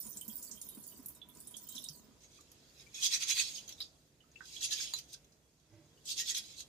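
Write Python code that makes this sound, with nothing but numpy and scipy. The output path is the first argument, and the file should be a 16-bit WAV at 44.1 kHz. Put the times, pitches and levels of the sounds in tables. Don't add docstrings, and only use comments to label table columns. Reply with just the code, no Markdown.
import sys
import numpy as np
from scipy import signal
from scipy.fft import rfft, irfft, next_fast_len
from scipy.io import wavfile

SR = 44100
rng = np.random.default_rng(int(sys.argv[2]) if len(sys.argv) > 2 else 0)


def dump(signal):
    limited = np.clip(np.atleast_2d(signal).T, -1, 1)
    pcm = np.round(limited * 32767).astype(np.int16)
    wavfile.write(sys.argv[1], SR, pcm)


def decibels_to_gain(level_db):
    exponent = np.asarray(level_db, float) / 20
    return 10 ** exponent


N = 294588

# (time [s], level [dB])
FLOW_DB = [(0.0, -45.5), (0.2, -57.5), (0.34, -53), (0.75, -59.5), (0.83, -56), (0.92, -58.5),
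           (1.18, -63.5), (1.21, -95), (1.37, -59), (1.51, -63.5), (1.64, -57), (1.79, -54.5), (1.96, -60),
           (2.2, -99)]
# (frequency [Hz], density [dB per Hz])
SPRAY_SPECTRUM = [(1410, -52), (2400, -3), (3760, 21), (4300, -18.5), (7890, -15.5), (14700, -14.5),
                  (15800, 22)]
# (time [s], top level [dB], half length [s])
GURGLES = [
    (0.0, -72, 0.065),
    (0.31, -75, 0.045),
    (0.67, -68.5, 0.11),
    (1.543, -71.5, .08),
    (1.774, -58.5, 0.12),
]
# (time [s], peak [dB], centre [Hz], T60 [s])
SPLATS = [(0.0656, -37, 7100, 0.078), (0.128, -39.5, 6800, 0.063), (0.1702, -30.5, 8300, 0.056),
          (0.2109, -30.5, 9400, 0.039), (0.2503, -42, 13900, 0.05), (0.2795, -32.5, 7900, 0.091),
          (0.362, -38.5, 10200, 0.047), (0.378, -37, 9600, 0.082), (0.4246, -36, 7630, 0.2),
          (0.5125, -34, 6200, 0.089), (0.614, -31, 7360, 0.053), (0.6878, -34, 11800, 0.075),
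          (0.7475, -41, 9900, 0.07), (0.836, -43, 7250, 0.12), (0.8769, -36, 12800, 0.044),
          (0.9014, -43, 13400, 0.038), (0.976, -45.5, 13800, 0.055), (1.059, -28, 12700, 0.035),
          (1.084, -33, 12500, 0.083), (1.1486, -46, 8900, 0.062), (1.2876, -46.5, 12700, 0.098),
          (1.3493, -46.5, 9400, 0.055), (1.4032, -38, 10000, 0.053), (1.4713, -35.5, 9200, 0.064),
          (1.5095, -41, 9900, 0.06), (1.5667, -32, 6600, 0.054), (1.6868, -36.5, 7900, 0.12),
          (1.7519, -36.5, 5870, 0.13), (1.8402, -31, 8900, 0.037), (1.8865, -26.5, 5360, 0.021)]
# (frequency [Hz], width [Hz], level [dB])
PIPE_MODES = [(218, 53, 16.5), (961, 45, 3)]
# (frequency [Hz], density [dB per Hz])
HUM_SPECTRUM = [(12, -48), (20, -4), (27, -41), (48, -6.5), (98, -6.5), (221, -10.5), (254, -7.5),
                (713, -16.5), (969, -22.5), (1690, -22.5), (5320, -29), (6650, -23), (7440, -28.5),
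                (14500, -31), (15800, -46)]
# (time [s], level [dB])
HUM_DB = [(0, -67), (1.2, -68.5), (2.2, -68.5), (2.8, -67.5), (3.7, -64.5), (4.1, -72.5), (4.7, -65),
          (5.2, -68), (5.6, -74.5), (6.2, -66.5), (6.68, -67)]
# (frequency [Hz], left-right likeness [-1..1])
HUM_LIKENESS = [(60, .96), (290, .87), (640, .5), (1400, 0), (15000, 0)]
# (frequency [Hz], left minus right [dB])
HUM_TILT = [(60, -4), (250, -3), (600, -1), (5000, 0), (15000, 0)]
# (frequency [Hz], width [Hz], level [dB])
MOTOR_MODES = [(62.4, 11, -6), (146.3, 8.4, -1.5)]
# (time [s], peak [dB], frequency [Hz], pan [dB])
PLINKS = [(0.2135, -47.5, 3060, -13), (0.298, -53.5, 3220, -16), (0.5726, -59, 3206, -20),
          (0.92, -58, 2966, -9), (1.216, -44.5, 3424, -11.5), (1.293, -61, 3400, -14),
          (1.5412, -49.5, 3300, -23), (1.764, -38, 3860, -2), (1.7787, -38.5, 3510, -13),
          (2.388, -61, 1167, -13), (2.796, -52, 3740, -6), (2.8656, -56.5, 2305, 12),
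          (3.3976, -21.5, 2588, 2), (3.581, -40, 3053, -7), (3.7219, -60, 3480, -13),
          (3.78, -54, 3700, -10), (4.2043, -57.5, 2960, -7), (4.238, -71, 1317, -15),
          (4.3578, -46, 2630, 10), (4.4063, -40.5, 1523, -10.5), (4.564, -36.5, 3280, -8),
          (5.0943, -61, 3860, 2), (5.9728, -65, 2930, 1), (6.0686, -62, 3230, -3.0), (6.564, -53, 3850, -5),
          (6.581, -41.5, 4100, -5)]
# (time [s], peak [dB], frequency [Hz], T60 [s], pan
# [dB])
PLOPS = [
    (3.1408, -43.5, 2120, 0.069, -13),
    (4.6158, -52, 1820, 0.039, -5),
    (4.7144, -55, 1733, 0.24, -20),
    (4.8, -45.5, 1610, 0.052, -6),
    (4.9352, -45, 1054, 0.03, -10),
    (5.1467, -58, 1560, 0.031, -11),
    (6.1858, -51, 2120, 0.08, -2),
    (6.1984, -51, 1868, 0.2, -13),
    (6.3078, -48.5, 1910, 0.1, -7),
]
# (time [s], peak [dB], frequency [Hz], T60 [s], pan [dB])
KNOCKS = [
    (0.281, -38, 221, 0.093, -8),
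    (0.535, -49, 213, 0.14, -3.0),
    (0.991, -39.5, 263, 0.067, -5),
    (1.897, -45.5, 151, 0.14, -2.5),
    (5.718, -59, 110, 0.42, -8),
]
# (time [s], top level [dB], half length [s], slosh of trapped water [rel dB])
STROKES = [(2.24, -62, 0.026, -12), (2.367, -64.5, 0.061, -11), (2.41, -78, 0.015, -10),
           (2.554, -76, .021, -23), (2.81, -60.5, .035, -7), (2.979, -49, 0.034, -9),
           (3.052, -31, 0.031, -18), (3.145, -34.5, 0.032, -9), (3.228, -35, .021, -9),
           (3.308, -30.5, 0.028, -11), (3.398, -33, 0.039, -11), (3.5, -48, .035, -13),
           (3.569, -45.5, 0.026, -25), (3.71, -54.5, 0.017, -10.5), (3.821, -57.5, 0.043, -18),
           (4.491, -55, .04, -25), (4.555, -50, 0.042, -16), (4.645, -33.5, 0.024, -21),
           (4.729, -32.5, 0.015, -23), (4.827, -42.5, 0.032, -18), (4.975, -49, 0.029, -22),
           (5.105, -57.5, 0.02, -20), (5.138, -45.5, 0.012, -24), (6.109, -38, 0.033, -24),
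           (6.203, -35.5, 0.03, -17), (6.3, -35, 0.029, -19.5), (6.376, -35.5, 0.023, -17.5),
           (6.602, -49, 0.031, -41)]
# (time [s], level [dB])
PRESS_DB = [(2.0, -77), (2.61, -67.5), (2.94, -66.5), (3.03, -49), (3.28, -49.5), (3.41, -39), (3.75, -69),
            (4.28, -81), (4.42, -66), (4.55, -58.5), (4.81, -39.5), (5.14, -75), (5.31, -81.5),
            (6.06, -72.5), (6.2, -50), (6.36, -52), (6.52, -55), (6.68, -73)]
# (frequency [Hz], density [dB per Hz])
RICE_SPECTRUM = [(530, -64), (900, -26), (1010, -10.5), (1290, -14.5), (2550, 5.5), (2950, -13), (3290, -4),
                 (5770, -0.5), (14200, -19.5), (15800, -19)]
# (frequency [Hz], width [Hz], level [dB])
POT_MODES = [(2550, 68, -11), (3255, 250, 2.5), (4010, 100, -4), (4710, 320, -31), (5900, 74, -3.5),
             (6596, 32, 9)]
# (time [s], peak [dB], centre [Hz], T60 [s])
TICKS = [(2.205, -56, 5770, 0.064), (2.408, -42, 7300, 0.023), (2.5164, -41, 13100, 0.02),
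         (2.9427, -36, 3480, 0.18), (2.9644, -50, 7100, 0.04), (3.024, -21.5, 3250, 0.11),
         (3.0319, -32, 5900, 0.069), (3.0485, -24, 4010, 0.03), (3.0604, -17, 6240, 0.041),
         (3.1361, -22, 5800, 0.08), (3.6774, -34, 6700, 0.045), (3.691, -27, 6300, 0.019),
         (3.7229, -35, 5670, 0.04), (3.8033, -23.5, 3850, 0.035), (3.815, -30.5, 4660, 0.074),
         (4.315, -53.5, 6400, 0.036), (4.454, -38, 5050, 0.031), (4.6079, -29.5, 3670, 0.049),
         (4.7068, -25.5, 3880, 0.038), (4.9366, -15, 4010, 0.023), (4.9869, -24.5, 5630, 0.017),
         (5.1286, -45, 3900, 0.04), (5.138, -49, 4520, 0.046), (5.244, -50, 6400, 0.028),
         (5.3203, -54, 4970, 0.045), (5.598, -58, 6130, 0.031), (6.0547, -36, 7900, 0.089),
         (6.1764, -32, 3930, 0.04), (6.347, -21.5, 3750, 0.045), (6.6034, -28.5, 4200, 0.026)]
# (time [s], level [dB])
SCUFF_DB = [
    (5.66, -82),
    (5.744, -62.5),
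    (5.92, -77),
]
# (frequency [Hz], width [Hz], level [dB])
SCUFF_MODES = [(103, 22, -4.5), (322, 8.9, -2.5), (591, 8.2, -8.5), (1565, 42, -20), (1984, 56, -17.5)]


def rms_one(x):
    return x / np.sqrt(np.mean(x ** 2) + 1e-20)


def in_time(rows):
    time_s, *columns = np.transpose(rows)
    t = np.arange(N) / SR
    return np.array([np.interp(t, time_s, column, left=-150, right=-150) for column in columns])


def at_hz(points, hz):
    point_hz, value = np.transpose(points)
    return np.interp(np.log(hz), np.log(point_hz), value)


def pan(db):
    return decibels_to_gain(np.array([[db / 2], [-db / 2]]))


def drift(rate_hz):
    r = np.exp(-80 * np.pi * rate_hz / SR)
    chance = rng.standard_normal(N // 40 + 2002)
    slow = signal.lfilter([1], [1, -2 * r, r * r], chance)[2000:]
    return np.interp(np.arange(N) / 40, np.arange(len(slow)), rms_one(slow))


def resonance(x, hz, width_hz):
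    r = np.exp(-np.pi * width_hz / SR)
    poles = [1, -2 * r * np.cos(2 * np.pi * hz / SR), r * r]
    return signal.lfilter([(1 - r * r) / 2, 0, (r * r - 1) / 2], poles, x)


def add_swell(power, s, db, rise_s, fall_s):
    near = slice(max(round((s - 0.3) * SR), 0), min(round((s + 0.3) * SR), N))
    late_s = np.arange(near.start, near.stop) / SR - s
    bell = (late_s / np.where(late_s < 0, rise_s, fall_s)) ** 2
    power[..., near] += decibels_to_gain(2 * (db - 9.7 * bell))


def clicks(per_s, spread_db, alike):
    chance = rng.uniform(-1, 1, (3, N))
    marked = abs(chance) < per_s / SR
    size = np.minimum(rng.exponential(1, (3, N))[marked], 3.5)
    train = np.full((3, N), 1e-18)
    train[marked] = np.sign(chance[marked]) * decibels_to_gain(spread_db * size)
    alike = np.clip(alike, 0, 1)
    return np.sqrt(alike) * train[0] + np.sqrt(1 - alike) * train[1:]


def grains(train, span, spectrum, zones_hz, zone_db, cycles, patchy_db, count):
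    pitches = np.geomspace(zones_hz[0][0] * 1.1, 15000, count) * decibels_to_gain(rng.normal(0, 0.21, count))
    dealt = rng.integers(0, count, N)
    out = np.zeros((len(zones_hz), 2, N))
    weight = decibels_to_gain(at_hz(spectrum, pitches)) * np.sqrt(pitches)
    zone = np.searchsorted([high for low, high in zones_hz], pitches)
    zone = np.minimum(zone, len(zones_hz) - 1)
    for k, hz in enumerate(pitches):
        mine = train[:, span] * (dealt[span] == k)
        width_hz = np.log(1000) / np.pi * hz / cycles
        zone_power = np.sum(weight[zone == zone[k]] ** 2)
        scale = np.sqrt(np.mean(mine ** 2) * width_hz / SR * zone_power)
        struck = mine * decibels_to_gain((zone_db[zone[k]] + patchy_db * drift(14.4))[span])
        ring = resonance(resonance(struck, hz, width_hz), hz, 2.8 * width_hz)
        out[zone[k]][:, span] += ring * weight[k] / scale
    total = 0
    for (low, high), part in zip(zones_hz, out):
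        highpass = signal.butter(6, low, "high", fs=SR, output="sos")
        total = total + signal.sosfilt(highpass, part + 1e-12)
    return 0.52 * total


def with_crack(rows, crack_db, db_per_octave):
    return [(*row, crack_db + db_per_octave * np.log2(row[2] / 8000)) for row in rows]


def bursts(rows, partners, rise_s, crack_s, crack_low, width):
    out, t = np.zeros((2, N + SR)), np.arange(SR // 6) / SR
    for s, db, hz, t60_s, crack_db in rows:
        noise = rng.standard_normal((2, len(t)))
        bands = np.minimum(np.append(hz, partners(hz)), 0.35 * SR)
        body = 0
        for f in bands:
            band = resonance(resonance(noise, f, width * f), f, 2 * width * f)
            body = body + decibels_to_gain(-4.0 * (f != bands[0])) * band
        highpass = signal.butter(2, crack_low * hz, "high", fs=SR, output="sos")
        crack = rms_one(signal.sosfilt(highpass, noise)) * decibels_to_gain(crack_db - 60 * t / crack_s)
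        decay = decibels_to_gain(-60 * t / t60_s) + decibels_to_gain(-11 - 18 * t / t60_s)
        puff = rms_one(body) * decay * (1 - np.exp(-t / rise_s))
        out[:, round(s * SR):][:, :len(t)] += decibels_to_gain(db - 11) * (puff + crack)
    return out[:, :N]


def bubbles(rows, climb, rise_s, wobble_rad):
    out, t = np.zeros((2, N + SR)), np.arange(SR // 5) / SR
    for s, db, hz, t60_s, pan_db in rows:
        waver = rms_one(signal.lfilter([1], [1, -1.94, 0.9409], rng.standard_normal((2, len(t)))))
        phase = 2 * np.pi * hz * (t + climb * t ** 2 / t60_s) + wobble_rad * waver
        envelope = decibels_to_gain(db - 60 * t / t60_s) * (1 - np.exp(-t / rise_s))
        out[:, round(s * SR):][:, :len(t)] += envelope * np.sin(phase) * pan(pan_db)
    return out[:, :N]


def body_noise(modes, level_db, lumpy_db):
    noise = rng.standard_normal(N) * decibels_to_gain(lumpy_db * drift(25))
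    body = sum(decibels_to_gain(db) / np.sqrt(width) * resonance(noise, hz, width) for hz, width, db in modes)
    return decibels_to_gain(level_db) * rms_one(body)


def spray(gurgle_power):
    coarse_rel_db, coarse_gain_db_per_s = -11.5, 3.5
    (fine_db,) = in_time(FLOW_DB)
    coarse_db = fine_db + coarse_rel_db + coarse_gain_db_per_s * np.arange(N) / SR
    zone_db = [10 * np.log10(gurgle_power), coarse_db, fine_db]
    zones_hz = [(2600, 4200), (4200, 8500), (8500, 15500)]
    contacts = clicks(5000, 4.8, 0.017)
    return grains(contacts, slice(0, round(2.4 * SR)), SPRAY_SPECTRUM, zones_hz, zone_db,
                  cycles=80, patchy_db=5.5, count=30)


def droplets(hz):
    return hz * 2 ** rng.uniform(-0.15, 0.7, 3)


def splats():
    rows = with_crack(SPLATS, crack_db=-8, db_per_octave=8.5)
    return bursts(rows, droplets, 0.00052, crack_s=0.02, crack_low=0.8, width=0.2)


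def pour():
    pipe_start_db, sag_db_per_s, stop_s, fade_db_per_s = -63.5, 2, 2.086, 68
    t = np.arange(N) / SR
    fall_db = -sag_db_per_s * t - fade_db_per_s * np.maximum(t - stop_s, 0)
    gurgle_power = decibels_to_gain(2 * (fall_db - 78))
    for s, db, half_s in GURGLES:
        add_swell(gurgle_power, s, db, half_s, half_s)
    pipe = body_noise(PIPE_MODES, pipe_start_db + fall_db, 4.4)
    return (spray(gurgle_power) + splats() + pipe) * pan(-5.0)


def sink(x):
    t60_s, cut_hz, level_db = 0.13, 26000, -13.5
    size = next_fast_len(N + SR)
    w = 2 * np.pi * np.arange(size // 2 + 1) / size
    dull = 1 / np.sqrt(1 + (w * SR / (2 * np.pi * cut_hz)) ** 2)
    response = 0
    for k, lag in enumerate(rng.uniform(0.003, 0.013, (6, 2, 1)) * SR):
        loop = dull * decibels_to_gain(-60 * lag / SR / t60_s) * np.exp(-1j * w * lag)
        response = response + (-1) ** k * loop / (1 - loop)
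    return decibels_to_gain(level_db) * irfft(rfft(x, size) * response, size)[:, :N]


def hum():
    out, edges_hz = 0, 22 * 2 ** np.arange(0, 9.6, 0.5)
    white = rng.standard_normal((2, 2, N))
    for k, (low, high) in enumerate(zip(edges_hz, edges_hz[1:])):
        bandpass = signal.butter(2, [low, high], "band", fs=SR, output="sos")
        mid, side = signal.sosfilt(bandpass, white[k % 2])
        hz = np.sqrt(low * high)
        alike = np.clip(at_hz(HUM_LIKENESS, hz), -1, 1)
        gain = decibels_to_gain(at_hz(HUM_SPECTRUM, hz) + 1.3 * drift(3)) * pan(at_hz(HUM_TILT, hz))
        out = out + gain * (np.sqrt(1 + alike) * mid + np.sqrt(1 - alike) * side * [[1], [-1]])
    return decibels_to_gain(in_time(HUM_DB)[0]) * out / np.sqrt(np.mean(out.mean(axis=0) ** 2))


def motor():
    return body_noise(MOTOR_MODES, -76, 0.59) * pan(-4.0)


def drops():
    t60_s, halving_db = 0.065, 28
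    plinks = []
    for s, db, hz, pan_db in PLINKS:
        plinks.append((s, db, hz, t60_s * 2 ** (-(db + 50) / halving_db), pan_db))
    return bubbles(plinks + PLOPS, 0.036, 0.0011, wobble_rad=0.67)


def knocks():
    return bubbles(KNOCKS, 0, 0.0062, wobble_rad=0)


def pot_modes(hz):
    modes_hz = [mode[0] for mode in POT_MODES[1:]]
    return rng.choice(modes_hz, 3, replace=False) * decibels_to_gain(rng.normal(0, 0.3, 3))


def ticks():
    rows = with_crack(TICKS, crack_db=-4.5, db_per_octave=4.5)
    return bursts(rows, pot_modes, 0.00055, crack_s=0.037, crack_low=0.39, width=0.054)


def rubbing():
    press_dull_db, press_bright_db, stroke_bright_db = -16.5, -10, -8
    rise, fall = 1.186, 0.79
    power = decibels_to_gain(2 * (in_time(PRESS_DB) + [[press_dull_db], [0], [press_bright_db]]))
    for s, db, half_s, slosh_db in STROKES:
        zone_db = db + np.array([[slosh_db], [0], [stroke_bright_db]])
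        add_swell(power, s, zone_db, rise * half_s, fall * half_s)
    zones_hz = [(900, 2700), (2850, 7600), (7000, 15500)]
    contacts = clicks(9000, 2.75, 0.18)
    grind = grains(contacts, slice(round(1.9 * SR), N), RICE_SPECTRUM, zones_hz, 10 * np.log10(power),
                   cycles=40.0, patchy_db=2.5, count=30)
    steel = sum(decibels_to_gain(db) * resonance(grind, hz, width) for hz, width, db in POT_MODES)
    return (grind + decibels_to_gain(-3.5) * steel + ticks()) * pan(-3.2)


def scuff():
    return body_noise(SCUFF_MODES, in_time(SCUFF_DB)[0], 1.7) * pan(-5.0)


def scene():
    water = pour() + rubbing() + drops()
    return water + sink(water) + knocks() + scuff() + hum() + motor()


def top_cut(x):
    return signal.sosfilt(signal.butter(12, 16480, fs=SR, output="sos"), x)


def record(dry):
    cutoff_hz = 15800
    lowpass = signal.cheby2(12, 70, cutoff_hz * 1.035, fs=SR, output="sos")
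    return top_cut(signal.sosfilt(lowpass, dry))


dry = scene()
out = record(dry)
dump(out)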